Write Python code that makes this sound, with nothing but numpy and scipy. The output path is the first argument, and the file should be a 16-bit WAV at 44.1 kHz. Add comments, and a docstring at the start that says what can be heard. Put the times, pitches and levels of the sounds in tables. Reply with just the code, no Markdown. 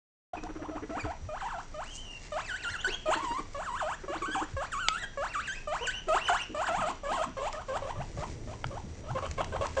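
"""A guinea pig squeals in phrases, close by on a rug in a small room: a low opening note sweeps up toward
a thin whistle and swoops down again and again. Around the phrases come short, hoarse clucks and a weak,
quavering whimper, perhaps from a second guinea pig. Each call is gliding vocal folds heard through a
fixed throat colour. A strutting male purrs in bursts of low throbs. Paws pad and rustle, something clicks
sharply, and under it all lie room rumble, hiss and a faint electronic whine."""
import sys
import numpy as np
from scipy import signal
from scipy.fft import rfft, irfft, next_fast_len
from scipy.io import wavfile
from scipy.ndimage import uniform_filter1d, map_coordinates

SR = 44100
rng = np.random.default_rng(int(sys.argv[2]) if len(sys.argv) > 2 else 0)


def wav_record(signal):
    """Record a signal, one row per channel, as 16-bit PCM in the file named by sys.argv[1]."""
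    frames = np.transpose(np.atleast_2d(signal))
    bounded = np.clip(frames, -1, 1)
    # unit amplitude maps onto the largest positive 16-bit level
    quanta = np.round(bounded * 32767).astype(np.int16)
    wavfile.write(sys.argv[1], SR, quanta)


N = 432180
TOP_HZ = 10200  # upper edge of the sound


def amp(db):
    """Decibels to gain."""
    return 10 ** (np.asarray(db) / 20)


def unit(x):
    """Scale to rms 1."""
    return x / np.sqrt(np.mean(x ** 2) + 1e-20)


def along(points, hz):
    """Read (Hz, value) points on a log frequency axis."""
    freqs, values = np.transpose(points)
    return np.interp(np.log(hz + 1), np.log(freqs + 1), values)


def curves(rows, t):
    """Each column after the time, read at the times t."""
    times, *columns = np.transpose(rows)
    return [np.interp(t, times, column) for column in columns]


def wobble(rate, size):
    """A smooth random curve, rate knots a second."""
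    knots = rng.standard_normal(int(size * rate / SR) + 4)
    return map_coordinates(knots, [np.arange(size) * rate / SR])


def filtered(x, response):
    """Filter x by a gain given as a function of Hz."""
    size = next_fast_len(len(x) + 4096)
    return irfft(rfft(x, size) * response(np.fft.rfftfreq(size, 1 / SR)), size)[:len(x)]


def coloured(x, spectrum):
    """x with the given colour, at rms 1."""
    return unit(filtered(x, lambda hz: amp(along(spectrum, hz))))


def add(track, start, x):
    """Mix x into the track at start seconds."""
    part = track[int(start * SR):]
    part[:len(x)] += x[:len(part)]


def span(start, end):
    """The sample times from start to end."""
    return np.arange(int(start * SR), int(end * SR)) / SR


# Colour of the room tone. Each row: frequency in Hz, level in dB.
ROOM_TONE = [(12, -31.5), (20, 13.5), (41, 0.5), (369, -16), (1190, -23), (1840, -29), (4070, -33),
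             (5540, -38.5), (5980, -33.5), (7340, -37.5), (9000, -59.5), (11700, -82), (19800, -120)]


def background(hiss_db=-46, whine_hz=5821, whine_db=-67):
    """Steady room rumble and hiss, with a thin electronic whine."""
    whine = np.sqrt(2) * np.sin(2 * np.pi * whine_hz * np.arange(N) / SR)
    hiss = coloured(rng.standard_normal(N), ROOM_TONE)
    return amp(hiss_db) * hiss + amp(whine_db) * whine


# The room's decay. Each row: frequency in Hz, seconds to fall 60 dB.
ROOM_DECAY = [(200, 0.24), (1000, 0.25), (3000, 0.52), (9000, 0.11)]


def room(x, wet_db, early_db, echoes=10):
    """Close wooden fronts echo first, then the room dies away."""
    hz, t, noise = signal.stft(rng.standard_normal(SR // 2), SR, nperseg=256)
    decay = amp(-60 * t / along(ROOM_DECAY, hz)[:, None])
    tail = unit(signal.istft(noise * decay, SR, nperseg=256)[1])
    response = np.pad(amp(wet_db) * tail / np.sqrt(len(tail)), (SR // 200, 0))  # 5 ms pre-delay
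    echo_delays = (rng.uniform(.002, .014, size=echoes) * SR).astype(int)
    response[echo_delays] += amp(early_db) / np.sqrt(echoes)
    return x + signal.fftconvolve(x, response)[:N]


# Colours of dull padding and of crisp bedding. Each row: frequency in Hz, level in dB.
PADDING_COLOUR = [(30, -7.5), (85, 5), (200, -10.5), (450, -11), (1200, -39.5)]
BEDDING_COLOUR = [(200, -3), (700, 0), (1400, -7), (2000, 5), (3000, -6), (4500, -2), (7200, -1.5),
                  (9000, -15.5)]
# Bustle on the rug. Each row: time in seconds, padding level in dB, rustle level in dB.
BUSTLE = [(.4, -51, -67.5), (1.7, -68, -58.5), (2.25, -64, -55.5), (3.4, -56.5, -60), (7, -62, -59),
          (8.1, -43.5, -55.5), (9, -43.5, -58), (9.8, -42.5, -53.5)]
# A brief, shrill hiss. Each row: time of the peak in seconds, level in dB, half-width in seconds.
SCRAPES = [(1.961, -38.5, 0.016)]


def movement(lumpy_db=3, grain_db=3, surge_db=3.3):
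    """Dull padding on the rug and a grainy rustle of fur and bedding, with one hissing scrape."""
    t = np.arange(N) / SR
    padding_db, rustle_db = curves(BUSTLE, t)
    padding = unit(coloured(rng.standard_normal(N), PADDING_COLOUR) * amp(lumpy_db * wobble(20, N)))
    grains = rng.standard_normal(N) * amp(grain_db * wobble(500, N) + surge_db * wobble(20, N))
    rustle = coloured(grains, BEDDING_COLOUR)
    scrape_swell = sum(amp(db) / (1 + ((t - peak) / width) ** 2) for peak, db, width in SCRAPES)
    fizz = coloured(grains, [(2500, -25), (6800, 3.5), (9000, -7)])
    return amp(padding_db) * padding + amp(rustle_db) * rustle + scrape_swell * fizz


# Soft steps and bumps. Each row: start in seconds, level in dB, centre frequency in Hz.
FOOTFALLS = [(1.029, -31.5, 80.5), (1.218, -34.5, 85.4), (2.69, -41.5, 85), (4.53, -32, 85),
             (6.491, -38.5, 337), (6.678, -43, 269), (6.77, -36.5, 162), (6.88, -41.5, 304),
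             (7.1, -40.5, 298), (7.259, -38, 227), (7.97, -32.5, 123), (8.161, -36.5, 112),
             (8.33, -43.5, 131), (8.452, -43.5, 251.4), (8.646, -34, 87.4), (8.83, -39, 140),
             (8.89, -40, 91.8), (9.1, -31.5, 99), (9.28, -34.5, 91), (9.391, -45, 300), (9.62, -45, 300)]


def footfalls(rise_s=0.02, spread=0.318):
    """The rug cushions each step into a dull, pitchless bump."""
    out, t = np.zeros(N), span(0, 0.2)
    bump = t / rise_s * np.exp(1 - t / rise_s)
    for start, db, hz in FOOTFALLS:
        smeared_hz = hz * np.exp(spread * wobble(hz, len(t)))
        phase = 2 * np.pi * np.cumsum(smeared_hz) / SR
        add(out, start, amp(db) * bump * np.sin(phase))
    return out


# Sharp clicks and knocks. Each row: start in seconds, level in dB, low-pass corner in Hz.
CLICKS = [(4.8851, -6.5, 9000), (8.6426, -10, 1570)]
# The ring of a click. Each row: frequency in Hz, level in dB, seconds to fall 60 dB.
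CLICK_MODES = [(875, -5, 0.013), (1345, -6, 0.018), (2220, 0.5, 0.013), (2920, -4.5, 0.0095),
               (3360, 5.5, 0.0056), (4620, -7, 0.015), (7170, -12, 0.013)]
# Light ticks of claws and hay. Each row: start in seconds, level in dB.
TICKS = [(0.437, -32.5), (7.5288, -26.5), (8.668, -32), (9.312, -23.5), (9.4446, -24.5), (9.668, -24.5)]


def clicks(ring_db=-7, crack_db=-12, crack_t60=0.013, tick_db=-8, tick_t60=0.017):
    """Hard little contacts: a crack and a short ring, duller when soft; the lightest ones only tick."""
    out, t = np.zeros(N), span(0, 0.1)
    attack = 1 - np.exp(-t / 0.00024)
    for start, db, corner_hz in CLICKS:
        ring = sum(amp(mode_db - 60 * t / t60) * np.sin(2 * np.pi * (hz * t + rng.random()))
                   for hz, mode_db, t60 in CLICK_MODES)
        noise = coloured(rng.standard_normal(len(t)), BEDDING_COLOUR)
        hit = attack * (amp(ring_db) * ring + amp(crack_db - 60 * t / crack_t60) * noise)
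        softened = filtered(hit, lambda hz: 1 / (1 + 1j * hz / corner_hz - (hz / corner_hz) ** 2))
        add(out, start, amp(db) * softened)
    for start, db in TICKS:
        noise = coloured(rng.standard_normal(len(t)), BEDDING_COLOUR)
        add(out, start, amp(db + tick_db - 60 * t / tick_t60) * noise)
    return out


# Bursts of purring. Each row: time of the first throb in seconds, number of throbs, opening interval
# in seconds, opening pitch in Hz, then first, middle and last level in dB.
PURRS = [(.372, 11, .0587, 325, -37, -32.5, -32), (2.878, 1, .06, 407, -32, -32, -32),
         (3.085, 5, .0715, 335, -35, -37, -34), (4.037, 7, .058, 360, -37, -35, -33),
         (6.075, 2, .069, 410, -35, -35, -34), (6.294, 1, .06, 417, -38, -38, -38)]
# Breath in the purr. Each row: frequency in Hz, level in dB.
PURR_BREATH = [(200, -8), (430, 5), (700, -6.5), (1400, -5), (2200, -17.5), (6000, -44.5)]


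def purr(throb_s=0.03, lead_s=.007, slowing=.015, rest_hz=278.2, settle_throbs=2.76,
         jitter=0.085, level_db=-2.5, rasp_db=-6):
    """Each throb is a few uneven low cycles with a rasp of air; a burst slows and sinks in pitch."""
    out, size = np.zeros(N), int(throb_s * SR)
    swell = np.sin(np.pi * np.arange(size) / size)
    for start, count, interval, first_hz, *contour_db in PURRS:
        k = np.arange(round(count))
        times = start + interval * k * (1 + slowing * k)
        levels = np.interp(np.linspace(0, 2, len(k)), [0, 1, 2], contour_db)
        pitches = rest_hz + (first_hz - rest_hz) * np.exp(-k / settle_throbs)
        for time, db, hz in zip(times, levels, pitches):
            phase = 2 * np.pi * np.cumsum(hz * (1 + jitter * wobble(190, size))) / SR
            rasp = coloured(rng.standard_normal(size) * (1 + np.cos(phase)) ** 2, PURR_BREATH)
            add(out, time - lead_s, amp(db + level_db) * swell * (np.sin(phase) + amp(rasp_db) * rasp))
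    return out


# Tone of the calls. Each row: time in seconds, overtone slope in dB per octave, hoarseness from 0 to 1.
VOICE_TONE = [(.3, -15, 0.36), (1.02, -11, 0.13), (1.7, -10, 0.05), (2.35, -9, 0.09), (2.6, -9.5, 0.22),
              (2.87, -8.5, 0.26), (3.12, -9.5, 0.28), (3.25, -9, 0.23), (3.7, -9.5, 0.14), (4.9, -9, 0.05),
              (5.03, -8.5, 0.36), (5.17, -10, 0.07), (5.7, -10, 0.06), (6.3, -10, 0.2), (6.9, -8.5, 0.26),
              (7.5, -9, 0.39), (8.3, -13, 0.41), (9.8, -9, 0.52)]
# Colours of the throat and mouth, and of the breath in a call. Each row: frequency in Hz, level in dB.
THROAT = [(480, -3), (630, 0.5), (900, 2), (1200, 5), (1650, 3), (1880, -5), (2350, -0.5), (2950, 2),
          (3800, -6), (4600, -2.5), (5700, -3.5), (7300, 11.5), (8800, 4.5)]
CALL_BREATH = [(200, -11.5), (400, -3.5), (950, 5), (1550, -11), (2000, -13), (3100, -7.5), (4400, -19.5),
               (8500, -24)]
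SETTLE_S = 0.01182  # clucks and phrases start sharp and settle with this time constant


def voice(t, glide, level_db, jitter=.045, quaver=0.0599, shimmer=1.11, air_db=-3, strain_hz=2100,
          thinning_db=9.5, pierce_db=7, falter_hz=2200, attack_s=0.0036, release_s=0.002):
    """One call: the vocal folds glide in pitch and their overtones sweep through the throat colour."""
    slope, hoarse = curves(VOICE_TONE, t)
    # up high the voice strains into a thin, ragged whistle; its lowest partial falters on the way there
    strain = 1 / (1 + (strain_hz / glide) ** 8)
    falter_db = 7 * np.exp(-(np.log(glide / falter_hz) / 0.21) ** 2)
    hoarse = hoarse + 0.22 * strain
    hz = glide * np.exp(hoarse * (jitter * wobble(500, len(t)) + quaver * wobble(90, len(t))))
    phase = 2 * np.pi * np.cumsum(hz) / SR
    order = np.arange(1, 16)[:, None]
    slope = slope + 0.12 * (level_db + 35) - thinning_db * strain  # louder calls are brighter
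    source_db = slope * np.log2(order) - 0.55 * order + pierce_db * strain * (order == 2)
    wander_db = 3.5 * (order > 1) * np.array([wobble(49.27, len(t)) for _ in order])
    gains = amp(source_db + wander_db + along(THROAT, order * hz)) * (order * hz < TOP_HZ)
    gains /= np.linalg.norm(gains[:3], axis=0)
    gains[0] *= amp(-falter_db)
    flutter = 1 + shimmer * hoarse * np.array([wobble(249.75, len(t)) for _ in order])
    tone = np.sqrt(2) * np.sum(gains * flutter * np.sin(order * phase), axis=0)
    air = coloured(rng.standard_normal(len(t)) * (1 + np.cos(phase)), CALL_BREATH)  # one puff a cycle
    gate = np.clip((t - t[0]) / attack_s, 0, 1) * np.clip((t[-1] - t) / release_s, 0, 1)
    return gate * amp(level_db) * (tone + amp(air_db - falter_db) * hoarse * air)


# A low, rising grunt and a weak, quavering whimper. Each row: time in seconds, pitch in Hz, level in dB.
GRUNT = [(5.807, 472, -40.5), (5.834, 474, -35), (5.862, 714, -52)]
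WHIMPER = [(3.155, 977, -41), (3.18, 871, -34.5), (3.215, 1154, -42), (3.25, 1048, -37.5), (3.29, 926, -36),
           (3.33, 945, -37), (3.37, 1103, -38), (3.392, 1173, -35.5), (3.412, 860, -44.5)]


def moans():
    """Soft notes that drift in pitch and level; yields times, pitch and level for the voice."""
    for contour in (GRUNT, WHIMPER):
        t = span(contour[0][0], contour[-1][0])
        glide, level_db = curves(contour, t)
        yield t, glide, level_db


# Thin whistles. Each row: start and length in seconds, first and last pitch in Hz, level in dB.
WHISTLES = [(0.363, 0.03, 2455, 2585, -44), (0.99, 0.036, 2480, 2295, -38), (1.93, 0.11, 2800, 3130, -49.5),
            (2.032, 0.16, 2930, 2744, -47), (2.697, .04, 2160, 2050, -43.5),
            (2.783, 0.036, 2750, 3410, -42.5), (2.904, 0.051, 2700, 3500, -48),
            (5.547, .04, 2543, 2536, -41.5), (5.826, 0.048, 2943, 2900, -41.5),
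            (5.934, 0.078, 2964, 3055, -42.5), (6.255, .042, 3004, 2920, -35.5),
            (6.389, 0.056, 2870, 2787, -39)]


def whistles(swell_db=5.5):
    """The voice breaks at the top into high notes that slide a little, swelling and fading."""
    for start, length, hz, end_hz, db in WHISTLES:
        t = span(start, start + length)
        progress = np.linspace(0, 1, len(t))
        yield t, hz + (end_hz - hz) * progress, db - swell_db * (1 - np.sin(np.pi * progress))


# Short clucks. Each row: start and length in seconds, low and end pitch in Hz, onset and flick in dB.
CLUCKS = [(0.332, 0.029, 656, 1210, -34, -40.5), (0.437, 0.039, 677, 1180, -46, -40.5),
          (0.592, 0.072, 587, 1294, -46, -40), (0.711, 0.074, 629, 1410, -44.5, -39),
          (7.531, 0.094, 579, 1355, -35.5, -41.5), (7.683, 0.096, 521, 1115, -37.5, -30),
          (7.82, 0.094, 534, 1186, -37, -36), (7.952, 0.075, 575, 1133, -43.5, -36.5),
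          (8.172, 0.074, 552.5, 1160, -40.5, -36), (8.472, 0.071, 592, 1097, -44.5, -41),
          (8.703, 0.081, 552, 1015, -46, -41.5), (9.034, 0.083, 563.5, 1007, -49, -38.5),
          (9.149, 0.044, 520, 1500, -33.5, -33), (9.223, 0.045, 543, 1405, -32.5, -34.5),
          (9.377, 0.041, 517, 1180, -31.5, -28.5), (9.521, 0.05, 504, 1306, -37, -34.5),
          (9.609, 0.055, 530.5, 1270, -31, -32.5), (9.767, 0.068, 534, 1240, -28, -30)]


def clucks(overshoot=0.0964, slump_db=3.5, flick_lateness=4.3):
    """Low notes that start hard, slump in level and flick upward in pitch."""
    for start, length, hz, end_hz, onset_db, flick_db in CLUCKS:
        t = span(start, start + length)
        progress = np.linspace(0, 1, len(t))
        flick = (end_hz / hz) ** (progress ** flick_lateness)
        settling = 1 + overshoot * np.exp((start - t) / SETTLE_S)
        level_db = onset_db + (flick_db - onset_db) * progress - slump_db * np.sin(np.pi * progress)
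        yield t, hz * flick * settling, level_db


# Catches in the voice. Each row: start in seconds, return in seconds.
CATCHES = [(2.77, 2.845), (4.191, 4.22), (4.675, 4.718), (5.315, 5.3)]


def catches_db(t, depth_db=13, accent_db=4.5, accent_s=0.014):
    """The voice drops out and returns with an accent; a return set before its start only accents."""
    change_db = np.zeros(len(t))
    for start, back in CATCHES:
        accent = accent_db * np.exp(-np.abs(t - back) / accent_s)
        change_db += (t > start) * np.where(t < back, -depth_db, accent)
    return uniform_filter1d(change_db, size=200)


# Squealing phrases. Each row: start and end in seconds, opening pitch in Hz, seconds until halfway up,
# opening level in dB, swell of the opening note in dB.
PHRASES = [(0.902, 1.125, 646.4, 0.087, -45, 10), (1.287, 1.611, 600.6, 0.088, -39.5, -2.5),
           (1.741, 1.939, 593, 0.089, -43, 4), (2.319, 2.953, 589.0, 0.08, -36.5, 2.5),
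           (3.056, 3.156, 612.5, 0.083, -36, 10), (3.545, 3.951, 553.0, 0.083, -37.5, -2),
           (4.079, 4.445, 556.0, 0.083, -37.5, 0.5), (4.565, 5.051, 536.6, 0.08, -35, -2),
           (5.172, 5.593, 548, 0.088, -34.5, 0), (5.672, 5.96, 587.6, 0.091, -34, 0),
           (6.083, 6.426, 620, 0.092, -29, 0.5), (6.545, 6.916, 584, 0.097, -34, 0.5),
           (7.032, 7.25, 558.4, 0.12, -39.5, 8), (7.367, 7.492, 537, 0.13, -39, 4)]
# Downward swoops within them. Each row: time of the bottom in seconds, bottom pitch in Hz, fall and
# rise in seconds, level in dB, swell on the way up in dB.
SWOOPS = [(1.083, 649, 0.04, 0.057, -40.5, 2.5), (1.436, 773, 0.026, 0.039, -39, -0.5),
          (1.475, 882, 0.023, 0.018, -38.5, -5.4), (1.571, 668, 0.063, 0.034, -40.5, -0.5),
          (2.528, 1448.0, 0.053, 0.052, -35.5, -1), (2.666, 1374, 0.034, 0.051, -35, -1.5),
          (2.774, 1354.0, 0.048, 0.005, -39.5, -5), (2.857, 1523, 0.033, 0.036, -30.5, 1.5),
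          (3.718, 952, 0.067, 0.07, -38.5, 0.3), (3.846, 603, 0.04, 0.082, -35.5, -2),
          (4.24, 1096, 0.039, 0.031, -36.5, 1), (4.283, 1530, 0.051, 0.106, -37.0, 6.8),
          (4.371, 765, 0.025, 0.063, -34.5, -3.5), (4.761, 1107, 0.043, 0.056, -36.5, 0),
          (4.911, 1286, 0.16, 0.096, -36, -0.5), (5.068, 1607, 0.073, 0.015, -32.5, 5),
          (5.374, 1142, 0.036, 0.039, -33.5, 0.4), (5.494, 1547, 0.025, 0.064, -33.5, -2.5),
          (5.885, 1482, 0.019, 0.035, -30.5, -1), (6.309, 685, 0.022, 0.053, -28, -2.3),
          (6.703, 655, 0.031, 0.102, -33, -2.5), (6.843, 602.6, 0.048, 0.08, -33.5, 0),
          (7.21, 615.5, 0.071, 0.041, -34, 1)]


def squeals(ceiling_hz=3300, opening_flatness=5.2, swoop_flatness=2.8, overshoot=0.049,
            push_db=1.5, push_octaves=0.18, fade_db=11.5, fade_hz=1795, fade_skew=0.039):
    """The opening note and each swoop pull the pitch down from its ceiling; the strongest pull leads."""
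    for start, end, opening_hz, climb_s, opening_db, opening_swell_db in PHRASES:
        t = span(start, end)
        offset = (t - start) / climb_s
        opening = np.log(ceiling_hz / opening_hz) / (1 + np.abs(offset) ** opening_flatness)
        pulls = [opening - overshoot * np.exp((start - t) / SETTLE_S)]
        notes = [(opening_hz, opening_db, opening_swell_db)]
        directions = [np.tanh(offset)]  # -1 falling, 1 rising
        for bottom, hz, fall_s, rise_s, db, swell_db in SWOOPS:
            if start < bottom < end + .03:
                offset = (t - bottom) / np.where(t < bottom, fall_s, rise_s)
                pulls.append(np.log(ceiling_hz / hz) / (1 + np.abs(offset) ** swoop_flatness))
                notes.append((hz, db, swell_db))
                directions.append(np.tanh(offset))
        weights = np.abs(pulls) ** 8  # a soft maximum of the pulls
        glide = ceiling_hz * np.exp(-weights.sum(0) ** (1 / 8))
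        shares = weights / weights.sum(0)
        rising = shares * directions
        bottoms_hz, notes_db, swells_db = np.transpose(notes)
        # the voice is pushed hardest just above the bottom of a swoop
        lift = np.abs(np.log2(glide / (bottoms_hz @ shares))) / push_octaves
        sung_db = notes_db @ shares + swells_db @ rising + push_db * lift * np.exp(1 - lift)
        # it weakens at high pitch, sooner on the way up
        weak_above_hz = fade_hz * (1 - fade_skew * rising.sum(0))
        weakening_db = fade_db / (1 + (weak_above_hz / glide) ** 8)
        yield t, glide, sung_db - weakening_db + catches_db(t)


def calls():
    """Squeals, clucks, whistles and moans, each voiced and laid in at its start."""
    out = np.zeros(N)
    for t, glide, level_db in (*squeals(), *clucks(), *whistles(), *moans()):
        add(out, t[0], voice(t, glide, level_db))
    return out


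def scene():
    """The animals in their room, over the background; the clicks are close and nearly dry."""
    voices = room(calls() + purr(), wet_db=-9.5, early_db=-10.5)
    contacts = room(clicks(), wet_db=-20.5, early_db=-33)
    return (amp(1.5) * voices + contacts + footfalls() + movement() + background())[None]


# The microphone's treble roll-off. Each row: frequency in Hz, gain in dB.
MIC_ROLLOFF = [(8300, -0.5), (9000, -5), (9600, -18.5), (10200, -38.5)]


def record(dry, on_s=.333, fade_in_s=.003):
    """The sound switches on after a third of a second; the microphone loses the top treble."""
    gate = np.clip((np.arange(N) / SR - on_s) / fade_in_s, 0, 1)
    return filtered(dry[0] * gate, lambda hz: amp(along(MIC_ROLLOFF, hz)) * (hz < TOP_HZ))[None]


dry = scene()
out = record(dry)
wav_record(out)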